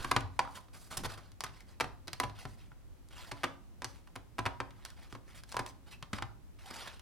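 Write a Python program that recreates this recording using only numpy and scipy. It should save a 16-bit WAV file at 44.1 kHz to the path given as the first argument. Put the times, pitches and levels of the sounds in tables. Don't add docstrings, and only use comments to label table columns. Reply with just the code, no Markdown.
import sys
import numpy as np
from scipy import signal
from scipy.fft import rfft, irfft, next_fast_len
from scipy.io import wavfile
from scipy.ndimage import uniform_filter1d

SR = 44100
rng = np.random.default_rng(int(sys.argv[2]) if len(sys.argv) > 2 else 0)


def store_pcm(level_fs):
    pcm = np.round(np.clip(level_fs, -1, 1) * 32767).astype(np.int16)
    wavfile.write(sys.argv[1], SR, np.atleast_2d(pcm).T)


N = 309141

# (start [s], length [s], level [dB], treble [dB])
INSERT_STROKES = [(-0.04, 0.18, -53, -5.5), (0.31, 0.12, -72.5, -3), (0.47, 0.2, -67.5, 0),
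                  (0.545, 0.05, -53.5, -3.5), (0.73, 0.06, -57.5, -0.5), (0.77, 0.16, -68.5, 6.5),
                  (0.903, 0.067, -50, -2), (0.969, 0.015, -41, 5.5), (0.98, 0.044, -54.5, -1),
                  (1.034, 0.014, -46.5, -2.5), (1.044, 0.029, -40.5, -5.5), (1.085, 0.083, -52.5, -5),
                  (1.172, 0.025, -61, -6), (1.16, 0.16, -65.5, -9.5)]
# (frequency [Hz], level [dB])
INSERT_TONE = [(30, -16), (60, 11.5), (110, 4.5), (220, 4), (450, 3), (750, 5), (1100, 7), (1500, 6.5),
               (2200, 0.5), (4600, 0), (7000, -6), (8600, -5.5), (10300, -5), (16000, -19)]
# (frequency [Hz], level [dB])
HUSH_SHARED_TONE = [(12, -37), (20, -9.5), (48, 0.5), (74, -5), (104, -4), (138, -10), (222, -13),
                    (301, -14.5), (337, -16), (434, -22.5), (542, -22.5), (1610, -31), (4500, -38),
                    (9140, -40.5), (11800, -41.5), (16000, -45.5)]
# (frequency [Hz], level [dB])
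HUSH_SIDE_TONE = [(12, -50), (20, -30), (43, -6), (60, -3.5), (104, -8.5), (130, -43), (234, -22),
                  (328, -42), (367, -22.5), (422, -42), (472, -30), (718, -39.5), (780, -36.5),
                  (1760, -44.5), (16000, -54)]
# (time [s], level [dB], half length [s])
SOFT_PUSHES = [(0.005, -38.5, 0.012), (0.19, -54.5, 0.02), (0.265, -60, 0.021), (0.987, -46, 0.024),
               (1.065, -45.5, 0.032), (1.17, -63.5, 0.052), (2.084, -44, 0.0097), (2.139, -49.5, 0.0086)]
# (frequency [Hz], level [dB])
PUSH_TONE = [(20, -5), (55, -11), (105, 2.5), (160, -19), (300, -13.5), (600, -25), (1200, -26),
             (16000, -70)]
# (first touch [s], fall from edge to flat [s], level [dB], treble [dB], snap [dB],
# bass [dB], ring [dB], ring pitch [Hz], ring fade [s], tray body [dB], tray thump [dB])
BLOWS = [(0.0449, 0.0017, -18, -5, -5, -9, 10.5, 1110, 0.045, -0.5, 4),
         (0.1127, 0.0024, -6.5, -4.5, -5, -4, 5.5, 1080, 0.026, -6, -6),
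         (0.1631, 0.001, -2.5, -7.5, -17, -3, -2, 1010, 0.025, -11, -5),
         (0.392, 0, -4.5, -7.5, -16, -7, 10, 972, 0.028, -17.5, -16.5),
         (0.4507, 0, -34.5, -3, -10, -2, 19, 1150, 0.019, -16, -15),
         (0.4755, 0, -35.5, -7, -12, -4, 17, 1310, .02, -20, -15),
         (0.574, 0, -34, -10, -12, -2, 16.5, 1016, 0.11, -15, -11),
         (1.4377, 0.00023, -16.5, 1, -7, -1, -3, 990, 0.045, -14, -6),
         (1.4435, 0.00024, -21, 0, -1, -4, 0, 1230, 0.068, -24, -4),
         (1.8006, 0.0075, -7.5, -5.5, -7.5, 1, 0, 940, 0.028, -9.5, -9),
         (1.841, 0.0021, -20.5, -11, -13, 3, 6, 743, 0.042, -7, 2),
         (2.1992, 0.0009, -9, 0, -2, -1, 4.5, 996, 0.11, -7, -7.5),
         (2.2339, 0.0035, -14.5, -10, -7, 4.5, 8, 996, 0.078, -8, 3.5),
         (2.453, 0.00027, -22, -7.5, -10, 7.5, -0.5, 1300, 0.028, -4.5, 6.5),
         (2.717, 0.0007, -39, -21, -13, 4.5, 9, 1373, 0.021, -6, 7),
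         (3.314, 0.0028, -18, -3.5, -14, 3, -1.5, 1001, 0.16, -2, -0.5),
         (3.434, 0.0064, -6.5, -10, -9, 3, -2, 1225, 0.024, -8.5, -16.5),
         (3.8196, 0.00057, -19, -5, -13, -1, 3.5, 990, 0.046, -9.5, -4.5),
         (3.845, 0, -16.5, 4.5, -18, -3, -2, 994.6, 0.041, -10.5, -2.5),
         (4.072, 0.0021, -38.5, -7, -4, 0, 0, 1010, .03, -12, -9),
         (4.1564, 0.0038, -22.5, -6, 3, 1, 2, 999, 0.045, -4, 0),
         (4.3836, 0.0062, -13, -8.5, -8, 5, 3.5, 1018, 0.07, -1.5, 1.5),
         (4.455, 0.007, -9.5, -10, -12, 1, 8, 966, 0.086, -6.5, -2.5),
         (4.6026, 0, -10.5, -13, -18, 2, -3, 1057, 0.13, -5.5, -5.5),
         (5.1257, 0, -27, -3, -11, 1, -1, 1209, .03, 3, 7),
         (5.1499, 0.0018, -28, -9, -10, 2, 2, 1099, 0.036, 3, -1),
         (5.543, 0.001, -23.5, -8, -8, 5, 13.5, 988.5, 0.11, -3, 5),
         (5.5671, 0.00055, -12, -5, -5, 2.5, 7.5, 994, 0.078, -10.5, -13),
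         (5.5919, 0.0024, -14.5, -6, -3, 2.5, 8, 991.6, 0.12, -1.5, 0),
         (6.131, 0.0016, -14.5, -6, -22, -4, -20, 1209, .02, -4.5, 1.5),
         (6.183, 0.0024, -21.5, -9, -12, -4, 5, 998, 0.048, -15, -8.5),
         (6.2232, 0, -13, -10, -14, -3.5, 2.5, 832.4, 0.017, -13, -0.5)]
# (frequency [Hz], level [dB])
CLACK_TONE = [(25, -19), (90, -6), (300, -9.5), (450, -1), (750, 3), (1200, 7.5), (1600, 5.5), (2200, 1.5),
              (3200, -3.5), (4800, -10.5), (7000, -20.5), (9000, -22), (11000, -27), (16000, -48)]
# (frequency [Hz], level [dB])
SNAP_TONE = [(300, -41), (3000, -8), (6500, -5), (9500, 4), (12500, -3.5), (16000, -15)]
# (pitch [Hz], level [dB], fade [s])
TRAY_NOTES = [(57.7, -5.5, 0.37), (105.6, -2.5, 0.3), (120.3, -4.5, 0.15), (135.8, -6.5, 0.16),
              (196, -10.5, 0.045), (233.5, -8, 0.093), (276, 0.5, 0.35), (368.6, -2, 0.092),
              (469, -9.5, 0.03), (508, -14.5, 0.073), (684, -18.5, 0.12), (768.5, -13, 0.12),
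              (854, -21, 0.14), (932, -17.5, 0.0546), (1003, -15.5, 0.096), (1102, -13, 0.0776)]
# (pitch [ratio], level [dB])
HOLLOW_CLUSTER = [(0.935, -11), (1.001, 2.5), (1.055, -10)]
# (time [s], level [dB], pitch [Hz], fade [s])
PIECE_RINGS = [(0.1165, -6, 1286, 0.032), (0.1634, -11, 3200, 0.023), (0.393, -13, 2510, .016),
               (0.3974, -19, 4650, 0.023), (1.8075, -6.5, 2310, 0.018), (2.2006, -9.5, 1970, 0.021),
               (2.234, -22, 2870, .03), (3.4415, -12.5, 1879, 0.036), (4.4609, -19, 2580, 0.043),
               (4.6027, -18.5, 1400, 0.013), (5.567, -12, 1280, 0.013), (5.592, -18, 1750, .02),
               (6.027, -26, 2780, 0.017), (6.2234, -25, 3380, .02)]
# (time [s], level [dB], pitch [Hz], fade [s])
BOUNCES = [(0.1632, -22, 119, 0.094), (0.239, -37, 89.5, 0.37), (0.978, -39, 158, .07),
           (0.999, -38, 270, 0.051), (1.021, -38.5, 185, 0.069), (2.454, -47.5, 126, 0.079),
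           (4.389, -39.5, 100, 0.072), (4.453, -42, 87, 0.1), (4.463, -40, 214.8, .05),
           (6.026, -37.5, 132, 0.049), (6.131, -32, 108.9, 0.13), (6.132, -31.5, 206.9, 0.075),
           (6.223, -39, 99.95, .17)]
# (time [s], level [dB], treble [dB], pitch [Hz], left over right [dB])
LIGHT_TAPS = [(0.2074, -24, -4, 1120, -1), (0.684, -42, -10, 1280, -2.5), (0.933, -28, -10, 1500, -2),
              (1.318, -41, 4.5, 3900, -1), (1.4068, -18, 3, 1150, -0.5), (1.4648, -25.5, -10, 1490, -2),
              (1.6063, -40, 4.5, 2250, -2), (2.0733, -33.5, -1, 4030, 8), (2.0806, -19.5, -3, 3880, -3.5),
              (2.1313, -18.5, 2.5, 2567, -1.5), (2.297, -30, -8, 1129, -2), (3.087, -52, 14, 1110, -1),
              (4.707, -34, -5, 1307, 0), (4.851, -25, 5.5, 1820, -1.5), (4.8596, -28.5, -1, 1500, -1),
              (4.903, -36, 4.5, 1750, -2), (5.4361, -33.5, 4, 1600, -1), (5.492, -46, 10, 1596, 5),
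              (5.518, -31, 4.5, 5660, 4), (5.5237, -26, 3, 1310, 1), (5.663, -24.5, 1, 1130, 1),
              (6.0261, -21.5, -6, 1190, -1.5), (6.835, -35, -3, 2000, -1.5), (6.9949, -34.5, 0.5, 2920, -3)]
# (frequency [Hz], level [dB])
TAP_TONE = [(60, -21), (300, -3), (900, 8.5), (2000, 7), (3500, 5), (5500, -1.5), (7500, -9.5), (9500, -8),
            (12000, -16.5), (16000, -24)]
# (start [s], length [s], level [dB], treble [dB])
BAR_STROKES = [(1.45, 0.061, -58, -17), (1.52, 0.12, -65.5, -4), (1.6, 0.056, -82.5, -1),
               (1.66, 0.11, -67.5, -3.5), (2.14, 0.053, -78, -3), (2.345, 0.065, -59.5, -8),
               (2.385, 0.072, -57.5, 0), (2.46, .11, -72.5, 6), (2.57, 0.08, -66, -4),
               (2.63, 0.068, -72.5, -5), (3.1, 0.077, -60, -6), (3.15, 0.13, -55, -3),
               (3.26, 0.059, -60, -1), (3.33, 0.17, -63.5, -5.5), (3.86, 0.17, -67.5, -1),
               (4.74, 0.17, -69, -8), (4.865, 0.095, -66, -3), (4.96, 0.065, -65, -5.5),
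               (5.01, 0.082, -61.5, -4.5), (5.09, 0.092, -67.5, 1), (5.26, 0.11, -64.5, -2.5),
               (5.345, 0.07, -57.5, 0.5), (5.47, 0.12, -63, 2.5), (5.66, 0.059, -58.5, 0.5),
               (5.86, 0.058, -63, -3), (5.905, 0.063, -58.5, -1.5), (6.133, 0.057, -52, -4),
               (6.586, 0.03, -59.5, -6), (6.6, 0.096, -65, 0), (6.652, 0.042, -59, 0),
               (6.67, 0.33, -51.5, -6.5), (6.704, 0.01, -52, -4), (6.736, 0.023, -58.5, 4.5),
               (6.758, 0.014, -58, 4), (6.785, 0.072, -62, 2), (6.873, 0.014, -56.5, -4)]
# (frequency [Hz], level [dB])
BAR_TONE = [(30, -24), (100, 4.5), (280, -3), (420, 2), (900, 7), (1800, 7.5), (3200, 3.5), (5000, -1.5),
            (7000, -11), (9500, -9), (12000, -14.5), (16000, -24)]
# (time [s], level [dB], pitch [Hz], half length [s])
FINGER_SQUEAKS = [(1.608, -60.5, 2220, 0.0075), (5.941, -55.5, 2670, 0.014), (6.67, -58, 790, 0.023)]
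# (frequency [Hz], lead [radians])
LEFT_LEAD = [(0, -0.87), (300, 0.4), (3000, 0.62), (6000, -0.62), (8500, -1.04), (13000, -1.42)]
# (frequency [Hz], level [dB])
HOUSING_TONE = [(30, -9), (130, -4.5), (500, -19), (1200, -31), (4000, -11), (8000, -11.5), (14000, -18)]
# (frequency [Hz], level [dB])
WALL_TONE = [(100, -20), (500, -14), (1000, -11), (1800, -20), (5000, -20.5), (14000, -33)]
# (frequency [Hz], fade [s])
ROOM_FADES = [(80, 0.9), (260, 0.28), (900, 0.42), (2000, 0.31), (5000, 0.34), (14000, 0.2)]
# (frequency [Hz], level [dB])
ECHO_TONE = [(100, 3.5), (600, 4.0), (1000, 0.6), (1500, -0.4), (3000, -1.5), (10000, -3.5)]


def amp(db):
    return 10 ** (np.asarray(db) / 20)


def unit(x):
    return x / np.sqrt(np.sum(x ** 2) + 1e-20)


def read(points, hz):
    f, value = np.transpose(points)
    return np.interp(np.log(hz + 1), np.log(f + 1), value)


def pan(left_db):
    return amp([[left_db / 2], [-left_db / 2]])


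def add(mix, s, sound, pan_db):
    part = mix[:, max(round(s * SR), 0):][:, :len(sound)]
    part += pan(pan_db) * sound[:part.shape[1]]


def colour(x, tone, size=4096):
    log_gain = np.log(amp(read(tone, abs(np.fft.fftfreq(size, 1 / SR)))))
    taps = np.fft.ifft(np.exp(np.conj(signal.hilbert(log_gain)))).real
    return signal.fftconvolve(x, taps[:size // 2])[:len(x)]


def split(x):
    body, treble, middle = (signal.sosfilt(signal.butter(3, hz, kind, fs=SR, output="sos"), x)
                            for hz, kind in ((5300, "low"), (5300, "high"), ([1300, 4500], "band")))
    return body / np.linalg.norm(middle), unit(treble)


def wobble(length, smooth):
    return np.sqrt(length) * unit(uniform_filter1d(rng.standard_normal(length), smooth))


def swell(s, db, half_s):
    return amp(db) * np.exp(-np.minimum(((np.arange(N) / SR - s) / half_s) ** 2, 50))


def struck(t, rise_s, fade_s):
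    return amp(-60 * t / fade_s) * (1 - np.exp(-t / rise_s))


def arch(start, length, crest):
    rise = np.interp(np.arange(N) / SR, start + length * np.array([0, crest, 1]), [0, 1, 0])
    return np.sin(np.pi / 2 * rise) ** 0.99


def shifting(x, depth_db):
    spectrum = signal.stft(x, nperseg=256, noverlap=192)[2]
    patches = uniform_filter1d(rng.standard_normal(spectrum.T.shape).T, 14, axis=1)
    patches = uniform_filter1d(patches, 2, axis=0)
    return signal.istft(spectrum * amp(depth_db * patches / patches.std()), nperseg=256, noverlap=192)[1][:N]


def rub(strokes, tone, crest, slips_per_s, spread_db, hiss_db, patchy_db, grip_db=2, grip_hz=69.5):
    sizes = amp(spread_db * np.minimum(rng.exponential(1, N), 4)) * rng.choice([-1, 1], N)
    slips = unit(sizes * (rng.random(N) < slips_per_s / SR))
    hiss = amp(hiss_db) * unit(rng.standard_normal(N))
    body, treble = split(colour(shifting(slips + hiss, patchy_db), tone))
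    pressure = np.interp(np.arange(N) / SR * 2 * grip_hz, np.arange(N), rng.standard_normal(N))
    sound = sum(amp(db) * arch(start, length, crest) * (body + amp(treble_db) * treble)
                for start, length, db, treble_db in strokes)
    return np.sqrt(N) * amp(grip_db * pressure) * sound


def insert_slides():
    return pan(-1.7) * rub(INSERT_STROKES, INSERT_TONE, crest=0.28, slips_per_s=3500,
                           spread_db=1.5, hiss_db=-4.5, patchy_db=2.5)


def hush():
    hz = np.fft.rfftfreq(N, 1 / SR)
    layers = []
    for tone, db in ((HUSH_SHARED_TONE, -60), (HUSH_SIDE_TONE, -55)):
        noise = irfft(rfft(rng.standard_normal(N)) * amp(read(tone, hz)), N)
        layers.append(amp(db) * np.sqrt(N) * unit(noise))
    shared, side = layers
    return np.array([shared + side, shared - side])


def bumps():
    rumble = np.sqrt(N) * unit(colour(rng.standard_normal(N), PUSH_TONE))
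    return sum(swell(*push) for push in SOFT_PUSHES) * rumble


def evened(x, width_hz=300, top_hz=2500):
    hz = np.fft.rfftfreq(len(x), 1 / SR)
    power = uniform_filter1d(abs(rfft(x)) ** 2, int(width_hz / hz[1]))
    excess_db = 10 * np.log10(power / power.mean())
    return colour(x, np.c_[hz, -excess_db / (1 + (hz / top_hz) ** 2)])


def contact(tone, treble_db, snap_db, bass_db, shiver_db, fade_s, treble_life_s):
    t = np.arange(SR // 10) / SR
    kick = -signal.unit_impulse(len(t))
    shiver = amp(shiver_db) * unit(rng.standard_normal(len(t)) * amp(-60 * t / fade_s))
    drive = colour(evened(kick + shiver), [(650, bass_db), (1200, 0.015)])
    body, treble = split(colour(drive, tone))
    snap = amp(snap_db) * unit(colour(kick, SNAP_TONE))
    treble = unit(unit(treble * np.exp(-t / treble_life_s)) + snap)
    return body + amp(treble_db) * treble


def tray_ring(upper_db, body_db, thump_db, detune=0.009):
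    t = np.arange(SR // 2) / SR
    push = [(130, thump_db), (275, body_db), (800, upper_db)]
    out = np.zeros(len(t))
    for hz, db, fade_s in TRAY_NOTES:
        shift, direction = rng.standard_normal(3)[1:]
        note = np.sin(2 * np.pi * hz * (1 + detune * shift) * t) * struck(t, 0.0016, fade_s)
        out += np.sign(direction) * amp(db + read(push, hz)) * unit(note)
    return out


def knocks(edge_db=-4, rebound_db=-3.5, tray_db=-2.5, pan_db=-0.5):
    out = np.zeros((2, N))
    for s, fall, db, treble_db, snap_db, bass_db, ring_db, _, _, body_db, thump_db in BLOWS:
        touches = [(fall, 0)]
        if fall > 0.001:
            touches += [(0, edge_db), (1.52 * fall, rebound_db)]
        for delay, touch_db in touches:
            clack = contact(CLACK_TONE, treble_db, snap_db, bass_db,
                            shiver_db=6, fade_s=0.029, treble_life_s=0.022)
            add(out, s + delay, amp(db + touch_db) * clack, pan_db)
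        upper_db = 1.4 + 0.4 * ring_db
        add(out, s + fall, amp(db + tray_db) * tray_ring(upper_db, body_db, thump_db), pan_db)
    return out


def hollow_note(hz, fade_s, rattle=0.26):
    t = np.arange(SR // 10) / SR
    shake = 1 + rattle * wobble(len(t), smooth=70)
    cluster = sum(amp(db) * np.sin(2 * np.pi * hz * ratio * t) for ratio, db in HOLLOW_CLUSTER)
    return unit(-cluster * shake * struck(t, 0.00022, fade_s))


def hollow_rings(level_db=-4):
    out = np.zeros((2, N))
    for s, fall, db, _, _, _, ring_db, hz, fade_s, _, _ in BLOWS:
        add(out, s + fall, amp(db + ring_db + level_db) * hollow_note(hz, fade_s), pan_db=-2.5)
    return out


def piece_rings():
    out = np.zeros((2, N))
    for s, db, hz, fade_s in PIECE_RINGS:
        add(out, s, amp(db) * hollow_note(hz, fade_s), pan_db=-1.5)
    return out


def thuds(rattle=0.18):
    out = np.zeros((2, N))
    t = np.arange(SR // 2) / SR
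    for s, db, hz, fade_s in BOUNCES:
        swing = np.sin(2 * np.pi * hz * t) * (1 + rattle * wobble(len(t), smooth=200))
        add(out, s, amp(db) * swing * struck(t, 0.0029, fade_s), pan_db=0)
    return out


def ticks(note_db=-2):
    out = np.zeros((2, N))
    for s, db, treble_db, hz, pan_db in LIGHT_TAPS:
        click = contact(TAP_TONE, treble_db, snap_db=-16, bass_db=-1,
                        shiver_db=6.5, fade_s=0.033, treble_life_s=0.006)
        note = amp(note_db) * hollow_note(hz, fade_s=0.014)
        add(out, s, amp(db) * (click + note), pan_db)
    return out


def bar_scrapes():
    return pan(-1.5) * rub(BAR_STROKES, BAR_TONE, crest=0.29, slips_per_s=3000,
                           spread_db=3.5, hiss_db=-3, patchy_db=3.5)


def squeaks(waver=0.062):
    uneven_time = np.cumsum(1 + waver * wobble(N, smooth=60)) / SR
    return sum(swell(s, db, half_s) * np.sqrt(2) * np.sin(2 * np.pi * hz * uneven_time)
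               for s, db, hz, half_s in FINGER_SQUEAKS)


def microphone(x):
    size = next_fast_len(N + SR // 10)
    lead = read(LEFT_LEAD, np.fft.rfftfreq(size, 1 / SR))
    direct = irfft(rfft(x, size) * np.exp(.5j * np.array([lead, -lead])), size)[:, :N]
    scatter = irfft(np.exp(2j * np.pi * rng.random(180)))
    side = colour(signal.oaconvolve(x.mean(0), scatter)[:N], HOUSING_TONE)
    return direct + np.array([side, -side])


def echoes(shared=0.46, build_s=0.006):
    count = SR // 32
    slots = np.zeros((3, count, 16))
    places = rng.integers(0, 16, (3, count, 1))
    np.put_along_axis(slots, places, rng.choice([-1., 1.], places.shape), 2)
    left, right, both = slots.reshape(3, -1)
    taps = np.sqrt(shared) * both + np.sqrt(1 - shared) * np.array([left, right])
    hz, t, spectrum = signal.stft(taps, SR, nperseg=256)
    tail = signal.istft(spectrum * amp(-60 * t / read(ROOM_FADES, hz)[:, None]), SR, nperseg=256)[1]
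    tail *= 1 - np.exp(-(np.arange(tail.shape[1]) / SR / build_s) ** 2)
    return np.array([colour(unit(side), ECHO_TONE) for side in tail])


def room(x, tail_db=-11, wall_delay_s=0.012, patterns=6):
    place = np.linspace(0, patterns - 1, N)
    shares = (np.sqrt(np.maximum(1 - abs(place - k), 0)) for k in range(patterns))
    out = amp(tail_db) * sum(signal.oaconvolve(x * share, echoes(), axes=1)[:, :N] for share in shares)
    add(out, wall_delay_s, colour(x.mean(0), WALL_TONE), pan_db=0)
    return out


def scene():
    handling = insert_slides() + bar_scrapes() + knocks() + ticks() + squeaks() + bumps()
    rings = hollow_rings()
    direct = microphone(handling + rings + piece_rings() + thuds())
    return direct + room(handling + amp(-0.5) * rings) + hush()


def record(dry, top_hz=16450):
    low_pass = signal.firwin(255, top_hz, window=("kaiser", 9), fs=SR)
    return signal.oaconvolve(dry, low_pass[None], "same")


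dry = scene()
out = record(dry)
store_pcm(out)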